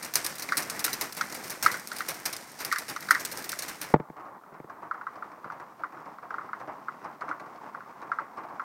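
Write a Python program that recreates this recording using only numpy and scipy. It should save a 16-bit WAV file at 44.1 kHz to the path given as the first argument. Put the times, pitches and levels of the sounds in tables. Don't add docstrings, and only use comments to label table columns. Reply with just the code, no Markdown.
import sys
import numpy as np
from scipy import signal
from scipy.fft import rfft, irfft, next_fast_len
from scipy.io import wavfile
from scipy.ndimage import map_coordinates

SR = 44100
rng = np.random.default_rng(int(sys.argv[2]) if len(sys.argv) > 2 else 0)


def master(y):
    cut = np.clip(np.atleast_2d(y).T, -1, 1)
    pcm = np.round(cut * 32767)
    wavfile.write(sys.argv[1], SR, pcm.astype(np.int16))


N = 381003

# time_s, patter_db, fizz_db
RAIN_LEVELS = [(0, -46, -52), (1.7, -43, -46.5), (2.5, -49, -51), (3.0, -44, -49), (3.9, -46.5, -51),
               (4.06, -54, -70.5), (5.1, -52, -46), (7.3, -50.5, -42.5), (8.64, -50, -44)]
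# freq_hz, gain_db
SPRAY_SPECTRUM = [(300, -21), (1200, -0.5), (2300, 3.5), (3100, -6), (4200, 6.5), (4700, 5), (5700, 6.5),
                  (7300, -3.5), (9200, 2), (11200, -7), (13500, -1), (16000, -13.5)]
# freq_hz, gain_db
FIZZ_SPECTRUM = [(800, -20), (2200, -2), (3100, -5.5), (5500, 3), (7300, -2.5), (9000, 0), (11200, -8.5),
                 (13500, -3), (16000, -22.5)]


def gobs(small_count=24, small_db=-42, small_spread_db=2, small_t60_s=.08):
    # start_s, level_db, spray_t60_s
    timed = [(0.026, -41, 0.11), (0.047, -36.5, 0.091), (0.138, -27, 0.041), (0.155, -21, 0.074),
             (0.245, -31.5, 0.088), (0.264, -26, 0.042), (0.383, -38.5, 0.047), (0.396, -36, 0.056),
             (0.422, -33.5, 0.078), (0.570, -25.5, 0.11), (0.623, -33.5, 0.061), (0.699, -28, 0.037),
             (0.793, -35.5, 0.11), (0.842, -21, 0.085), (0.930, -32, 0.095), (1.011, -30, 0.11),
             (1.124, -33.5, 0.027), (1.168, -40, 0.14), (1.298, -43, 0.057), (1.324, -39.5, 0.04),
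             (1.348, -36.5, .05), (1.438, -41.5, 0.12), (1.498, -36.5, 0.11), (1.626, -30, 0.16),
             (1.715, -35.5, 0.081), (1.873, -36.5, 0.026), (1.985, -36, 0.076), (2.084, -33, 0.13),
             (2.105, -49, 0.089), (2.143, -41.5, .05), (2.255, -29, 0.1), (2.328, -35.5, 0.086),
             (2.365, -36.5, 0.032), (2.601, -41, 0.2), (2.648, -31, 0.068), (2.725, -29, 0.021),
             (2.784, -33.5, 0.065), (2.882, -40.5, 0.2), (2.897, -37, .05), (3.025, -42, 0.031),
             (3.108, -26.5, 0.057), (3.197, -38, 0.12), (3.250, -28.5, 0.044), (3.315, -38, 0.1),
             (3.373, -35.5, 0.037), (3.442, -41, 0.11), (3.492, -32, 0.059), (3.518, -32.5, 0.036),
             (3.589, -30, 0.051), (3.622, -30.5, 0.063), (3.681, -41.5, 0.18), (3.814, -36.5, 0.15),
             (4.165, -43, .12), (4.253, -45.5, 0.14), (4.820, -45.5, 0.17), (5.156, -34.5, 0.052),
             (5.443, -46.5, 0.15), (5.521, -32.5, 0.051), (5.599, -32, 0.057), (5.836, -38, 0.041),
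             (6.057, -40, .09), (6.223, -44.5, .13), (6.306, -34.5, 0.043), (6.600, -35, 0.1),
             (6.674, -39, 0.16), (7.043, -34, 0.092), (7.209, -30, 0.073), (7.289, -27, 0.065),
             (7.398, -29.5, 0.043), (7.559, -36.5, .04), (7.734, -45.5, .1), (8.017, -35.5, 0.095),
             (8.117, -26.5, 0.012), (8.194, -39, 0.12), (8.372, -36, 0.13), (8.433, -38.5, 0.1),
             (8.485, -41, 0.11)]
    when, strength = rng.random((small_count, 2)).T
    levels_db = small_db + small_spread_db * (2 * strength - 1)
    small = np.c_[when * N / SR, levels_db, np.full(small_count, small_t60_s)]
    start_s, level_db, t60_s = np.vstack([timed, small]).T
    typical_db, typical_t60_s, typical_slap_db = -34, 0.066, -43
    slap_db = typical_slap_db + 0.71 * (level_db - typical_db) + 7.5 * np.log2(t60_s / typical_t60_s)
    return np.c_[start_s, level_db, slap_db, t60_s]


def splats(click_db=10, spray_db=4, crack_db=1, crack_t60_s=0.003,
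           slap_gain_db=1.5, slap_t60_s=0.29, fallback_db=-15, fallback_t60_s=0.49):
    # freq_hz, gain_db
    slap_spectrum = [(25, -18.5), (70, -17.5), (140, -3), (240, -13), (310, 3.5), (380, -5), (620, -4),
                     (900, -4), (1500, -1), (2200, -3), (3100, -11.5), (6000, -38)]
    t = np.arange(SR // 4) / SR
    bursts, fallback_power, slap_power = np.zeros((3, N))
    click = response(SPRAY_SPECTRUM)
    click /= np.abs(click).max()
    for start_s, level_db, slap_db, t60_s in gobs():
        decay = amp(spray_db) * fade(t, t60_s) + amp(crack_db) * fade(t, crack_t60_s)
        envelope = amp(level_db) * rise(t, 0.00084) * decay
        add(bursts, start_s, envelope * spray(bright_db=3.5, size=len(t)))
        add(bursts, start_s + .0005, amp(level_db + click_db) * click)
        fallback = amp(level_db + fallback_db) * rise(t, 0.0075) * fade(t, fallback_t60_s)
        slap = amp(slap_db + slap_gain_db) * rise(t, 0.0055) * fade(t, slap_t60_s)
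        add(fallback_power, start_s, fallback ** 2)
        add(slap_power, start_s, slap ** 2)
    body = unit(droplets(slap_spectrum, per_s=3000, spread_db=4) + amp(-9) * bubbles())
    fizz = droplets(FIZZ_SPECTRUM, per_s=1800, spread_db=2.5)
    return bursts + np.sqrt(fallback_power) * fizz + np.sqrt(slap_power) * body


def spray(bright_db, size, vary_db=2, wall_gain=.5, clump_db=3.33, clump_s=0.0021):
    hz, db = np.transpose(SPRAY_SPECTRUM)
    tilt_db = bright_db * np.clip(np.log2(hz / 7000), -1, 1)
    db = db + tilt_db + vary_db * rng.standard_normal(len(hz))
    direct = droplets(np.c_[hz, db], per_s=6400, spread_db=3, size=size)
    echo_s = rng.uniform(.001, 0.0045)
    with_wall = unit(direct + wall_gain * np.roll(direct, int(echo_s * SR)))
    clumps = np.r_[1, np.clip(rng.standard_normal(150), -1.5, 1.5)]
    strength = np.interp(np.arange(size) / SR / clump_s, np.arange(len(clumps)), clumps)
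    return with_wall * amp(clump_db * strength)


def drops(light_count=12, light_db=-37, light_spread_db=3, light_hz=1430, range_oct=.15):
    # start_s, level_db, pitch_hz
    timed_drops = [(0.489, -24.5, 2280), (0.522, -13, 1380), (0.879, -23.5, 1370), (1.211, -14.5, 1376),
                   (1.6621, -5, 1387), (1.742, -23.5, 1530), (1.917, -24.5, 1460), (2.006, -20.5, 1370),
                   (2.7154, -20, 1960), (2.726, -12.5, 1410), (2.760, -22, 1630), (2.963, -21.5, 1325),
                   (3.0875, -24, 1480), (3.108, -5, 1450), (3.1495, -18, 1800), (3.529, -26.5, 1470),
                   (4.437, -44, 1430), (4.9115, -19, 1417), (4.945, -30.5, 1400), (5.012, -28.5, 1450),
                   (5.068, -23.5, 1410), (5.2244, -27.5, 1380), (5.444, -29, 1360), (5.501, -26, 1390),
                   (5.836, -20.5, 1376), (6.306, -24.5, 1510), (6.3413, -25, 1380), (6.383, -25, 1410),
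                   (6.4114, -32, 1380), (6.532, -21.5, 1400), (6.884, -21.5, 1393), (7.22, -24.5, 1350),
                   (7.282, -28.5, 1410), (7.313, -18.5, 1407), (7.748, -27, 1396), (7.806, -33, 1430),
                   (8.117, -15.5, 1445), (8.1868, -18, 1447), (8.5966, -20.5, 1410)]
    when, strength, pitch = rng.random((light_count, 3)).T
    level_db = light_db + light_spread_db * (2 * strength - 1)
    pitch_hz = light_hz * 2 ** (range_oct * (pitch - .5))
    return np.vstack([timed_drops, np.c_[when * N / SR, level_db, pitch_hz]])


def taps(swell_s=0.0011, rebound_s=.0029, rebound_db=-7.5, rebound_loss_db=2, shell_db=-29,
         snap_db=6, spray_db=-3, splatter_db=-26.5, burst_db=-13):
    # freq_hz, level_db, t60_s
    shell_modes = [(1226, 0.5, .12), (1330, -2, 0.09), (1402, 4, 0.15), (1480, -3, 0.17), (1570, 0, 0.1),
                   (1904, 5, 0.13), (2010, -8.5, 0.15), (1870, -20.5, .13)]
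    # freq_hz, gain_db
    splatter_spectrum = [(500, -34.5), (850, -16.5), (1100, 0.5), (1400, 2.5), (1700, 0.5), (2050, 5),
                         (2600, -21.5), (4000, -32.5)]
    t = np.arange(SR // 5) / SR
    track, splatter = np.zeros((2, N))
    for start_s, level_db, pitch_hz in drops():
        add(track, start_s - .0007, amp(level_db) * blip(pitch_hz, swell_s))
        for k, (late, strength, detune) in enumerate(scatter((3, 3)), 1):
            bounce_db = level_db + rebound_db - rebound_loss_db * k + 2 * strength
            bounce = blip(pitch_hz * (0.92 + 0.053 * detune), swell_s * 0.78)
            add(track, start_s + k * rebound_s + .0005 * late, amp(bounce_db) * bounce)
        ring = rise(t, .002) * ringing(shell_modes, t, vary_db=1)
        add(track, start_s, amp(level_db + shell_db) * ring)
        wet_db = -42 + .55 * (level_db + 17.5)
        wet = rise(t, 0.00026) * (amp(snap_db) * fade(t, 0.05) + amp(spray_db) * fade(t, .08))
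        add(track, start_s - .0005, amp(wet_db) * wet * spray(bright_db=-4, size=len(t)))
        decay = amp(splatter_db) * fade(t, 0.36) + amp(burst_db) * fade(t, 0.065)
        add(splatter, start_s, amp(level_db) * rise(t, 0.0015) * decay)
    return track + splatter * droplets(splatter_spectrum, per_s=1800, spread_db=3)


def blip(hz, swell_s, sag=.18):
    t = np.arange(SR // 50) / SR
    pitch_hz = hz * (1 + sag * (.5 - rise(t, 3 * swell_s)))
    envelope = np.exp(-(t / swell_s - 2) ** 2 / 2) * rise(t, swell_s / 4)
    return envelope * np.sin(2 * np.pi * np.cumsum(pitch_hz) / SR)


def finger(knock_db=4, rub_db=-6, rub_t60_s=0.0295, push_db=-12, push_s=0.0024):
    # start_s, level_db
    bumps = [(3.9395, -5.5), (3.959, -23), (3.999, -24), (4.099, -34), (4.524, -43), (4.599, -34),
             (4.643, -38.5), (5.458, -37.5)]
    # freq_hz, level_db, t60_s
    case_modes = [(92, -30, 0.029), (145, -6, 0.064), (233, -5.5, 0.022), (324, -1, 0.032),
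                  (450, -2, 0.027), (605, -9, 0.04), (730, -15, 0.045), (878, -2, 0.023),
                  (1127, -10, 0.0235)]
    # freq_hz, gain_db
    skin = [(25, -31.0), (100, 6), (400, 6.5), (1200, 3.5), (1700, -2), (2200, -5), (2800, -18.5),
            (6000, -37.5), (15000, -56)]
    t = np.arange(SR // 4) / SR
    push = amp(push_db) * (1 - t / push_s) * np.exp(-t / push_s) * rise(t, 0.00036)
    knocks, rub = np.zeros((2, N))
    for start_s, level_db in bumps:
        ring = rise(t, 0.0031) * ringing(case_modes, t, vary_db=-1)
        add(knocks, start_s, amp(level_db + knock_db) * (ring + push))
        add(rub, start_s, amp(level_db + rub_db) * rise(t, 0.00065) * fade(t, rub_t60_s))
    return knocks + rub * droplets(skin, per_s=4000, spread_db=2)


def cover_port(x, closed_s=3.942, closing_s=0.01):
    # freq_hz, gain_db
    cavity = [(30, -10), (150, 0), (500, 1.5), (800, 6.5), (1100, 8.5), (1450, -1), (2000, -9), (3000, -17),
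              (4100, -24), (5300, -26), (7200, -29), (10000, -35.5), (15000, -50)]
    covered = np.clip((np.arange(N) / SR - closed_s) / closing_s + 1, 0, 1)
    return (1 - covered) * x + covered * colour(x, cavity)


def ticks(count=80, boost_db=4, spread_db=3, t60_s=0.026):
    t = np.arange(SR // 25) / SR
    time_s, patter_db, _ = np.transpose(RAIN_LEVELS)
    track = np.zeros(N)
    for start_s, strength in zip(rng.uniform(0, N / SR, count), scatter(count)):
        level_db = np.interp(start_s, time_s, patter_db) + boost_db + spread_db * strength
        add(track, start_s, amp(level_db) * fade(t, t60_s) * spray(bright_db=6.5, size=len(t)))
    return track


def rain(gain_db=-2, bubble_db=-7):
    time_s, *levels_db = np.transpose(RAIN_LEVELS)
    patter_db, fizz_db = [np.interp(np.arange(N) / SR, time_s, db) for db in levels_db]
    surge = wobble(knots_per_s=22)
    # freq_hz, gain_db
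    patter_spectrum = [(25, -26.5), (70, -16), (130, -4.5), (210, 1), (450, -2), (640, -4.5), (920, -4),
                       (1300, -3), (2100, -3), (3100, -20.5), (6000, -24)]
    patter = droplets(patter_spectrum, per_s=1500, spread_db=2) + amp(bubble_db) * bubbles()
    fizz = droplets(FIZZ_SPECTRUM, per_s=2500, spread_db=4)
    return amp(gain_db) * (amp(patter_db + 2.4 * surge) * patter + amp(fizz_db + 1.8 * surge) * fizz)


def bubbles(count=1300, centre_hz=1100, spread_oct=.55, t60_cycles=26, spread_db=3, glide=.06):
    t = np.arange(SR // 28) / SR
    track = np.zeros(N)
    for start_s, (detune, strength) in zip(rng.uniform(0, N / SR, count), scatter((count, 2))):
        hz = centre_hz * 2 ** (spread_oct * detune)
        t60_s = t60_cycles / hz
        phase = 2 * np.pi * hz * t * (1 + glide * t / t60_s / 2)
        envelope = amp(spread_db * strength) * rise(t, 0.00057) * fade(t, t60_s)
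        add(track, start_s, envelope * np.sin(phase))
    return unit(track)


def droplets(spectrum, per_s, spread_db, size=N):
    lands = np.flatnonzero(rng.random(size) < per_s / SR)
    strength, polarity = rng.standard_normal((2, size))[:, lands]
    impacts = np.zeros(size)
    impacts[lands] = amp(spread_db * np.clip(strength, -2, 2)) * np.sign(polarity)
    return unit(colour(impacts, spectrum))


def ringing(modes, t, vary_db):
    strike_db = vary_db * rng.uniform(-0.89, 1, len(modes))
    return sum((-1) ** k * amp(db + strike_db[k]) * fade(t, t60_s) * np.sin(2 * np.pi * hz * t)
               for k, (hz, db, t60_s) in enumerate(modes))


def response(spectrum, size=2048):
    hz, db = np.transpose(spectrum)
    gain = amp(np.interp(np.log(np.fft.rfftfreq(size, 1 / SR) + 1), np.log(hz), db))
    cepstrum = irfft(np.log(gain))
    cepstrum[1:size // 2] *= 2
    cepstrum[size // 2 + 1:] = 0
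    return irfft(np.exp(rfft(cepstrum)))


def colour(x, spectrum):
    return signal.fftconvolve(x, response(spectrum))[:len(x)]


def wobble(knots_per_s):
    knots = rng.standard_normal(int(N * knots_per_s / SR) + 4)
    return map_coordinates(knots, [np.arange(N) * knots_per_s / SR])


def scatter(shape):
    return np.clip(rng.standard_normal(shape), -2, 2)


def amp(db):
    return 10 ** (np.asarray(db) / 20)


def unit(x):
    return x / np.sqrt(np.mean(x ** 2) + 1e-20)


def fade(t, t60_s):
    return np.exp(-np.log(1000) * t / max(t60_s, 1e-3))


def rise(t, attack_s):
    return 1 - np.exp(-t / attack_s)


def add(track, start_s, x):
    part = track[max(round(start_s * SR), 0):][:len(x)]
    part += x[:len(part)]


def scene():
    water = splats() + taps() + ticks() + rain()
    return (cover_port(water) + finger())[None]


def record(dry, hiss_db=-69.5, top_hz=15900):
    # freq_hz, gain_db
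    hiss_spectrum = [(100, 0.5), (3000, 3), (6000, 1.5), (11000, -1), (13500, 3), (15500, 2.5)]
    hiss = amp(hiss_db) * unit(colour(rng.standard_normal(N), hiss_spectrum))
    size = next_fast_len(N + SR // 2)
    passband = np.fft.rfftfreq(size, 1 / SR) < top_hz
    return irfft(rfft(dry + hiss, size) * passband, size)[:, :N]


dry = scene()
out = record(dry)
master(out)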